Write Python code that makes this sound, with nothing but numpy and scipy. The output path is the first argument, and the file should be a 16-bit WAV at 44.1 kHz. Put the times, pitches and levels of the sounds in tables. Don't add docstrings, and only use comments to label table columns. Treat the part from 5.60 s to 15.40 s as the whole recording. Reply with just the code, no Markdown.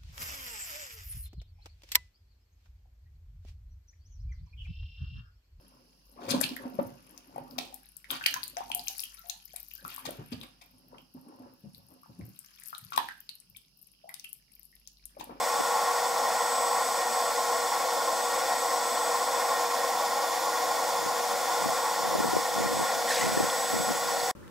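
import sys
import numpy as np
from scipy import signal
from scipy.fft import rfft, irfft
from scipy.io import wavfile
from scipy.ndimage import uniform_filter1d

SR = 44100
rng = np.random.default_rng(int(sys.argv[2]) if len(sys.argv) > 2 else 0)


def generate_wav(signal):
    frames = np.transpose(np.atleast_2d(signal))
    scaled = np.clip(frames, -1, 1) * 32767
    pcm = np.round(scaled).astype(np.int16)
    wavfile.write(sys.argv[1], SR, pcm)


N = 432180
TIME_S = np.arange(N) / SR
FREQS_HZ = np.fft.rfftfreq(N, 1 / SR)
EDGE_HZ = 15950

# t/s, trickle level/dB, fizz level/dB
DRAINAGE = [(0.0, -75, -80.5), (0.63, -86, -78), (0.82, -63, -64.5), (1.14, -65, -66.5), (2.45, -77, -76.5),
            (2.65, -58, -58.5), (2.98, -70, -67), (3.33, -65, -51), (3.71, -71, -66), (4.01, -84.5, -63.5),
            (4.42, -55, -64), (5.13, -82.5, -85.5), (6.39, -80.5, -77.5), (7.07, -66, -61.5),
            (7.51, -72.5, -71), (8.0, -88, -89), (9.36, -100.5, -79), (9.8, -62.5, -78.5)]


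def amp(db):
    return 10 ** (np.asarray(db) / 20)


def unit_rms(x):
    return x / np.sqrt(np.mean(x ** 2) + 1e-20)


def at_hz(points, hz, column=1):
    table = np.transpose(points)
    return np.interp(np.log(hz + 1), np.log(table[0] + 1), table[column])


def envelope(rows, column=1):
    table = np.transpose(rows)
    return amp(np.interp(TIME_S, table[0], table[column]))


def colour(x, points, column=1):
    log_gain = np.log(amp(at_hz(points, abs(np.fft.fftfreq(N, 1 / SR)), column)))
    response = np.exp(np.conj(signal.hilbert(log_gain)))
    return signal.oaconvolve(x, np.fft.ifft(response).real[:4096])[:N]


def band(x, low_hz, high_hz):
    edges_hz = np.clip([low_hz, high_hz], [20, 40], [SR * .45, SR * .49])
    return signal.sosfilt(signal.butter(2, edges_hz, "band", fs=SR, output="sos"), x)


def add(mix, start_s, sound):
    part = mix[max(round(start_s * SR), 0):][:len(sound)]
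    part += sound[:len(part)]


def ping(hz, ring_s, rise, swell):
    age = np.arange(int(5 * ring_s * SR) + 8) / SR / ring_s
    shape = (1 - np.exp(-(age / swell) ** 2)) * np.exp(-age ** 2 / 2)
    pitch_hz = hz * (1 + rise * (age - 1))
    return shape / shape.max() * np.sin(2 * np.pi * np.cumsum(pitch_hz) / SR)


def swarm(per_s, low_hz, high_hz, cycles, spread_db, pitches=36):
    chance, strength, kind = rng.random(N), rng.exponential(1, N), rng.integers(0, pitches, N)
    births = (chance < per_s / SR) * amp(spread_db * np.minimum(strength, 4)) * rng.choice([-1, 1], N)
    out = np.zeros(N)
    for k, hz in enumerate(np.geomspace(low_hz, high_hz, pitches)):
        ring = ping(hz, cycles * rng.uniform(0.29, 3.44) / hz, rise=0.077, swell=0.18)
        out += signal.oaconvolve(births * (kind == k), ring * np.sqrt(hz) / np.linalg.norm(ring))[:N]
    return unit_rms(out)


def slosh(gain_db=-5, rise_share=0.39, roundness=1.27):
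    # crest t/s, length/s, heave level/dB, surface level/dB
    waves = [(0.017, 0.53, -66, -67), (0.619, 0.12, -74, -50), (0.747, 0.17, -40.5, -41),
             (1.04, 0.083, -58, -47.5), (1.226, 0.17, -46, -52), (1.535, 0.1, -72, -60),
             (1.767, 0.16, -57, -52.5), (1.985, 0.15, -61.5, -51.5), (2.526, 0.037, -55.5, -42),
             (2.73, 0.38, -61.5, -67), (3.11, 0.3, -64.5, -64.5), (4.26, 0.085, -57, -57.5),
             (4.482, 0.079, -49.5, -47), (4.606, 0.047, -43, -51.5), (4.754, 0.097, -45, -75),
             (4.838, 0.068, -70, -57), (5.18, 0.49, -65.5, -71.5), (5.343, 0.067, -66, -54),
             (5.572, 0.031, -51, -59), (5.69, 0.1, -72, -55.5), (5.847, 0.12, -56, -55),
             (6.061, 0.05, -43, -64.5), (6.2, 0.2, -54.5, -72.5), (6.323, 0.068, -76, -61),
             (6.507, 0.056, -49.5, -66), (6.614, 0.12, -44.5, -65), (7.254, 0.074, -51.5, -81),
             (7.394, 0.094, -59, -55), (7.92, 0.07, -57, -85.5), (9.604, .07, -55.5, -52),
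             (9.713, 0.084, -61, -48)]
    # f/Hz, level/dB
    heave_spectrum = [(30, -29), (70, -7.5), (110, 2), (150, 3.5), (200, -1.5), (280, -32), (500, -71.5)]
    # f/Hz, level/dB
    surface_spectrum = [(100, -36), (190, -8.5), (250, 4), (310, -4.5), (400, -5), (540, -2), (720, -13),
                        (900, -9), (1150, -10.5), (1800, -21), (4000, -36.5)]
    heave = swarm(per_s=990, low_hz=55.6, high_hz=273, cycles=2.6, spread_db=6.5)
    heave = unit_rms(colour(heave, heave_spectrum))
    surface = swarm(per_s=1100, low_hz=167.4, high_hz=2500, cycles=1.74, spread_db=3.5)
    surface = unit_rms(colour(surface, surface_spectrum))
    out = np.zeros(N)
    for crest_s, length_s, heave_db, surface_db in waves:
        near = abs(TIME_S - crest_s) < 2 * length_s
        age = (TIME_S[near] - crest_s) / length_s
        swell = np.exp(-np.maximum(-age / rise_share, age / (1 - rise_share)) ** roundness)
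        out[near] += swell * (amp(heave_db) * heave[near] + amp(surface_db) * surface[near])
    return amp(gain_db) * out


def bucket(x):
    # f/Hz, width/Hz, level/dB
    modes = [(150, 11, -12.5), (246, 52, -1.5), (320, 37, 1.5), (556, 46, -7.5), (721, 54, -2.5),
             (830, 90, -6.5), (990, 90, -5)]
    return x + sum(amp(db) * signal.lfilter(*signal.iirpeak(hz, hz / width_hz, fs=SR), x)
                   for hz, width_hz, db in modes)


def runoff(trickle_gain_db=-5, bunch_db=3):
    # f/Hz, level/dB
    trickle_spectrum = [(500, -38), (1000, 6), (1500, 14.5), (2000, 5), (2800, 9), (4200, -5.5),
                        (6000, -14), (9000, -24)]
    # f/Hz, level/dB
    fizz_spectrum = [(2000, -17), (4500, 6), (6500, 11), (8300, 2), (10200, 11), (13000, 12), (16000, -5)]
    trickle = swarm(per_s=1500, low_hz=900, high_hz=7000, cycles=2, spread_db=3)
    fizz = swarm(per_s=1400, low_hz=4000, high_hz=15000, cycles=2, spread_db=3.6)
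    bunches = amp(bunch_db * unit_rms(band(rng.standard_normal(N), 20, 60)))
    trickle = unit_rms(colour(trickle, trickle_spectrum) * bunches) * envelope(DRAINAGE, column=1)
    fizz = unit_rms(colour(fizz, fizz_spectrum) * bunches) * envelope(DRAINAGE, column=2)
    return amp(trickle_gain_db) * trickle + fizz


def snap(centre_hz=10730, spread=.22, peak_s=.00075, patter_db=-13.5, patter_s=0.0089):
    t = TIME_S[:1024]
    shape = t / peak_s * np.exp(1 - t / peak_s) + amp(patter_db) * np.exp(-t / patter_s)
    hz = centre_hz * rng.uniform(.92, 1.1)
    burst = band(rng.standard_normal(len(t)) * shape, hz / (1 + spread), hz * (1 + spread))
    return burst / np.linalg.norm(burst) * np.sqrt(SR / 1000)


def stray_drops(plip_db=-75, snap_db=-60, wading_db=-9.5, snaps_per_s=32, cluster_db=6, range_db=23.5):
    # lift t/s, return t/s
    lifts = [(2.1, 4.5), (6.75, 9.6)]
    lifted = sum(1. 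* (TIME_S > up_s) * (TIME_S < down_s) for up_s, down_s in lifts)
    lifted = uniform_filter1d(lifted, size=4410)
    dripping = unit_rms(envelope(DRAINAGE, column=2) ** 0.45 * amp(wading_db * (1 - lifted)))
    plips = swarm(per_s=40, low_hz=1500, high_hz=7000, cycles=1.8, spread_db=1.5)
    slow_noise = unit_rms(irfft(rfft(rng.standard_normal(N)) * (FREQS_HZ < 8), N))
    clusters = amp(cluster_db * slow_noise)
    chance = snaps_per_s / SR * clusters / clusters.mean()
    births = (rng.random(N) < chance) * amp(-range_db * rng.random(N))
    pitches_hz = np.geomspace(10000, 13500, 8)
    kind = rng.integers(0, len(pitches_hz), N)
    snaps = sum(signal.oaconvolve(births * (kind == k), snap(hz, spread=.09))[:N]
                for k, hz in enumerate(pitches_hz))
    return dripping * (amp(plip_db) * plips + amp(snap_db) * unit_rms(snaps))


def room_echoes(x, build_s=0.0015, shared_hz=330, echoes_per_s=5000):
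    # f/Hz, T60/s
    decay = [(150, 0.13), (400, 0.55), (1000, 0.24), (2800, .33), (7000, 0.26), (15000, 0.26)]
    size = SR // 2
    taps = rng.standard_normal((3, size)) * (rng.random((3, size)) < echoes_per_s / SR)
    hz, t, frames = signal.stft(taps, SR, nperseg=256)
    shared = 1 / (1 + (hz[:, None] / shared_hz) ** 4)
    frames = frames[2] * np.sqrt(shared) + frames[:2] * np.sqrt(1 - shared)
    frames *= amp(-60 * t / at_hz(decay, hz)[:, None])
    spectra = rfft(signal.istft(frames, SR, nperseg=256)[1][:, :size])
    spectra /= np.sqrt(uniform_filter1d(abs(spectra) ** 2, size=50))
    onset = 1 - np.exp(-(TIME_S[:size] / build_s) ** 2)
    tails = irfft(spectra, size) * onset * np.linspace(1, 0, size)
    return signal.oaconvolve(x[None], tails, axes=1)[:, :N]


def room_tone(hiss_db=-68, shared_hz=500, hum_hz=49.2, waver_db=3.2):
    # f/Hz, left level/dB, right level/dB
    hiss_spectrum = [(20.7, -22.5, -28), (48, -8, 7.5), (75, -28, 0.5), (157, 6.5, 8.5), (440, -11.5, -10),
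                     (1338, -25, -13), (2140, -30, -34), (2750, -28, 1), (3390, -34.5, -11.5),
                     (5200, 0.5, 4.5), (6500, -16.5, -17.5), (9000, -20.5, -35.5), (10000, -4, -20.5),
                     (15000, -17, -35)]
    # t/s, level/dB
    hum_levels = [(0, -70), (2.5, -68.5), (4.9, -68.5), (5.6, -79.5), (6.8, -80), (7.5, -78.5), (8.6, -78),
                  (9.8, -64)]
    noise = rfft(rng.standard_normal((3, N)))
    shared = 1 / (1 + (FREQS_HZ / shared_hz) ** 2)
    sides = noise[2] * np.sqrt(shared) + noise[:2] * np.sqrt(1 - shared)
    hiss = irfft(sides * amp([at_hz(hiss_spectrum, FREQS_HZ, column) for column in (1, 2)]), N)
    waver = unit_rms(irfft(rfft(rng.standard_normal(N)) / (1 + (FREQS_HZ / 8) ** 2), N))
    hum = unit_rms(amp(waver_db * waver) * np.sin(2 * np.pi * hum_hz * TIME_S))
    return amp(hiss_db) * unit_rms(hiss) + hum * envelope(hum_levels)


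def splashes(rain_gain_db=-8, rain_s=.07):
    # t/s, length/s, level/dB, lower edge f/Hz
    sheets = [(0.581, 0.2, -59.5, 1179), (0.68, 0.057, -41.5, 900), (.694, 0.03, -35, 4300),
              (0.8, 0.023, -40, 7000), (0.822, 0.026, -39.5, 2500), (1.981, .012, -35.5, 2980),
              (2.485, 0.11, -48.5, 690), (2.662, 0.0015, -19.5, 2500), (2.968, 0.004, -36.5, 2000),
              (3.957, 0.015, -55, 1470), (4.269, 0.096, -55, 1520), (4.45, 0.022, -42.5, 1470),
              (4.714, 0.027, -50, 1440), (4.827, 0.017, -52.5, 1720), (5.009, 0.025, -58.5, 600),
              (7.329, 0.016, -47.5, 1000), (7.36, .007, -39.5, 2800), (7.3755, 0.0044, -29.5, 1500),
              (8.5402, .004, -45, 2240), (9.592, 0.029, -51.5, 1200)]
    out = np.zeros(N)
    crackle = swarm(per_s=5000, low_hz=700, high_hz=15000, cycles=2.5, spread_db=3.5)
    crackle = signal.lfilter([1], [1, -0.63], crackle)
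    for start_s, length_s, db, low_hz in sheets:
        spray = band(crackle[int(start_s * SR):][:SR // 2], low_hz, EDGE_HZ)
        sheet = spray[:int(length_s * SR)]
        add(out, start_s, amp(db) * unit_rms(sheet * signal.windows.tukey(len(sheet), .6)))
        rain = unit_rms(spray) * np.exp(-TIME_S[:len(spray)] / rain_s) * np.sqrt(length_s / rain_s)
        add(out, start_s + length_s, amp(db + rain_gain_db) * rain)
    return out


def gulps(boom_gain_db=-2, churn_gain_db=-9):
    # t/s, level/dB, f/Hz
    pockets = [(0.682, -36, 515), (0.709, -32.5, 236), (0.74, -27, 246), (0.738, -30, 550),
               (0.777, -33.5, 257), (0.812, -35, 600), (0.908, -37, 250), (1.052, -36, 249),
               (1.141, -42, 222), (1.188, -24, 566), (1.186, -31.5, 214), (1.209, -36.5, 268),
               (1.779, -42, 523), (4.584, -39.5, 150), (4.59, -47, 410), (4.718, -35, 228),
               (5.545, -46, 253), (5.665, -52, 227), (5.796, -47, 254), (6.036, -46.5, 197),
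               (6.491, -52, 211), (6.587, -41.5, 201), (6.593, -51.5, 326), (6.61, -42, 89),
               (9.567, -45.5, 590), (9.692, -43, 464)]
    out, t = np.zeros(N), TIME_S[:8192]
    for start_s, db, hz in pockets:
        ring_s = 0.011 * (250 / hz) ** 0.9
        add(out, start_s, amp(db + boom_gain_db) * ping(hz, ring_s, rise=.06, swell=.25))
        churn = unit_rms(band(rng.standard_normal(len(t)), hz * 0.76, hz * 2.2))
        add(out, start_s, amp(db + churn_gain_db) * churn * t / ring_s * np.exp(-t / ring_s))
    return out


def drops(slap_db=-13, slap_s=.004, spray_db=-24, spray_s=.011, snap_gain_db=-13):
    # t/s, level/dB, bubble f/Hz
    plips = [(0.7118, -35, 4800), (0.8095, -26.5, 1660), (0.8373, -24, 4260), (0.8398, -23, 2876),
             (0.8912, -32.5, 5040), (0.9659, -31, 1840), (1.5769, -36, 5970), (1.7596, -36, 745),
             (1.78, -34.5, 826), (1.91, -42.5, 4893), (1.9837, -33, 725), (1.987, -36, 3040),
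             (2.443, -40.5, 1950), (2.5059, -32.5, 1400), (2.5045, -23, 3410), (2.531, -33, 1400),
             (2.639, -30, 2700), (2.66, -17.5, 2820), (2.6651, -22, 6000), (2.6835, -47, 3040),
             (2.7405, -19.5, 6170), (2.74, -26, 1612), (2.8319, -27, 4410), (3.1008, -37.5, 855),
             (3.1161, -25, 2930), (3.194, -31, 4780), (3.272, -33, 2800), (3.2825, -18, 6140),
             (3.394, -25.5, 5300), (3.4352, -32.5, 3050), (3.6968, -29.5, 3860), (3.6985, -20, 6400),
             (3.9374, -50, 670), (4.1131, -44, 2770), (4.2492, -32.5, 1270), (4.379, -38.5, 1095),
             (4.4533, -40.5, 850), (4.4884, -36, 586), (4.813, -36.5, 3650), (5.3826, -47, 2930),
             (6.1474, -44.5, 4400), (6.4588, -55, 900), (6.6112, -49.5, 2050), (6.986, -53.5, 2300),
             (7.0206, -47, 1890), (7.1492, -36, 3800), (7.3216, -31.5, 1310), (7.3767, -17.5, 997),
             (7.4866, -29, 1710), (7.6916, -30.5, 4220), (7.9635, -44, 3340), (8.4925, -41.5, 2060),
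             (8.5967, -34.5, 5950), (8.6454, -37.5, 2830), (9.2743, -34.5, 6370), (9.6085, -36.5, 900)]
    out, t = np.zeros(N), TIME_S[:2048]
    splat_shape = amp(slap_db) * np.exp(-t / slap_s) + amp(spray_db) * np.exp(-t / spray_s)
    for start_s, db, hz in plips:
        cycles = 2.4 * (hz / 1000) ** .18
        add(out, start_s, amp(db) * ping(hz, cycles / hz, rise=.09, swell=.6))
        splat = band(splat_shape * rng.standard_normal(len(t)), hz * .58, hz * 3)
        add(out, start_s, amp(db) * splat)
        add(out, start_s, amp(db + snap_gain_db) * snap())
    return out


def ticks(gain_db=-2):
    # t/s, level/dB
    snaps = [(0.8124, -12.5), (0.964, -33), (2.1423, -30), (2.3671, -32), (2.511, -21.5), (2.664, -18),
             (2.837, -25.5), (2.879, -29.5), (3.148, -16), (3.176, -32), (3.381, -27.5), (3.403, -24),
             (3.438, -26), (3.9617, -25.5), (4.279, -31), (4.3622, -31), (4.507, -31.5), (6.79, -32),
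             (6.9987, -39.5), (7.035, -36.5), (7.0583, -35.5), (7.0835, -31), (7.1806, -32), (7.3637, -31),
             (7.377, -22.5), (7.8008, -40), (7.9686, -35.5), (8.4912, -35), (8.5413, -28.5), (8.643, -34.5),
             (8.7295, -28.5), (9.0308, -43), (9.4545, -30), (9.6418, -36)]
    out = np.zeros(N)
    for start_s, db in snaps:
        add(out, start_s, amp(db + gain_db) * snap())
    return out


def bubbles(fade_db=12, wobble_db=3.5):
    # t/s, level/dB, f/Hz, length/s, rise/fraction of f
    notes = [(2.125, -55, 749, 0.031, 0.29), (2.611, -35, 1534, 0.014, 0.3), (2.76, -38, 999, 0.02, 0.16),
             (2.967, -38, 697, 0.028, 0.17), (3.006, -36.5, 776, 0.015, 0.5),
             (3.149, -47.5, 709, 0.057, 0.3), (3.299, -54.5, 780, 0.029, 0.02),
             (3.573, -59.5, 1324, 0.04, 0.07), (3.637, -61.5, 694, 0.14, 0.46),
             (4.181, -55, 1550, 0.028, 0.21), (6.432, -61, 1135, 0.023, 0.61),
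             (7.129, -42.5, 1254, 0.02, 0.22), (7.334, -45.5, 1120, 0.062, 0.06),
             (7.507, -43, 1585, 0.017, 0.06), (7.948, -55.5, 2310, 0.0102, 0.052),
             (8.435, -57.5, 632, 0.091, 1.68), (8.49, -48.5, 2000, 0.018, 0.022),
             (8.64, -55, 2673, 0.036, 0.013), (9.127, -66.5, 1833, 0.022, 0.37)]
    out = np.zeros(N)
    for start_s, db, hz, length_s, rise in notes:
        age = np.linspace(0, 1, int(length_s * SR))
        wobble = unit_rms(band(rng.standard_normal(SR // 2), 40, 130))[-len(age):]
        turns = np.cumsum(hz * (1 + rise * age ** 3 + .02 * wobble)) / SR
        shape = amp(db - fade_db * age ** 2 + wobble_db * wobble) * signal.windows.tukey(len(age), .12)
        add(out, start_s, shape * np.sin(2 * np.pi * turns))
    return out


def scene(right_lag_s=0.0003897, in_step_below_hz=600):
    # f/Hz, left level/dB, right level/dB
    direct = [(108.7, 1.5, -3), (293.2, 3, 2), (600, 8.5, 2), (900, 11, 4), (1400, 4.5, -5),
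              (2000, 3.5, -3), (2800, 7, 8), (4740, 9.5, -22), (7000, 2.5, -37.5), (9700, 2.5, -30),
              (15500, 6.5, -28)]
    # f/Hz, left level/dB, right level/dB
    diffuse = [(100, -30, -9), (250, -1.5, 3.5), (450, -10, -7.5), (740, -0.5, 5.5), (1400, 0, 4.5),
               (2000, -18, 3.5), (2800, 2.5, 6.5), (4615, -4.5, 5), (6000, -7.5, -5), (8300, -6.5, -7),
               (10300, -6.5, -11), (15000, -5.5, -21)]
    water = bucket(gulps() + slosh()) + drops() + ticks() + bubbles() + splashes()
    water = water + runoff() + stray_drops()
    lag_s = right_lag_s * FREQS_HZ ** 2 / (FREQS_HZ ** 2 + in_step_below_hz ** 2)
    delayed = irfft(rfft(water) * np.exp(-2j * np.pi * FREQS_HZ * lag_s), N)
    echoes = room_echoes(water)
    left = colour(water, direct, column=1) + colour(echoes[0], diffuse, column=1)
    right = colour(delayed, direct, column=2) + colour(echoes[1], diffuse, column=2)
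    return np.array([left, right]) + room_tone()


def record(dry):
    lowpass = signal.firwin(255, EDGE_HZ, window=("kaiser", 9), fs=SR)
    return signal.oaconvolve(dry, lowpass[None], "same")


dry = scene()
out = record(dry)
generate_wav(out)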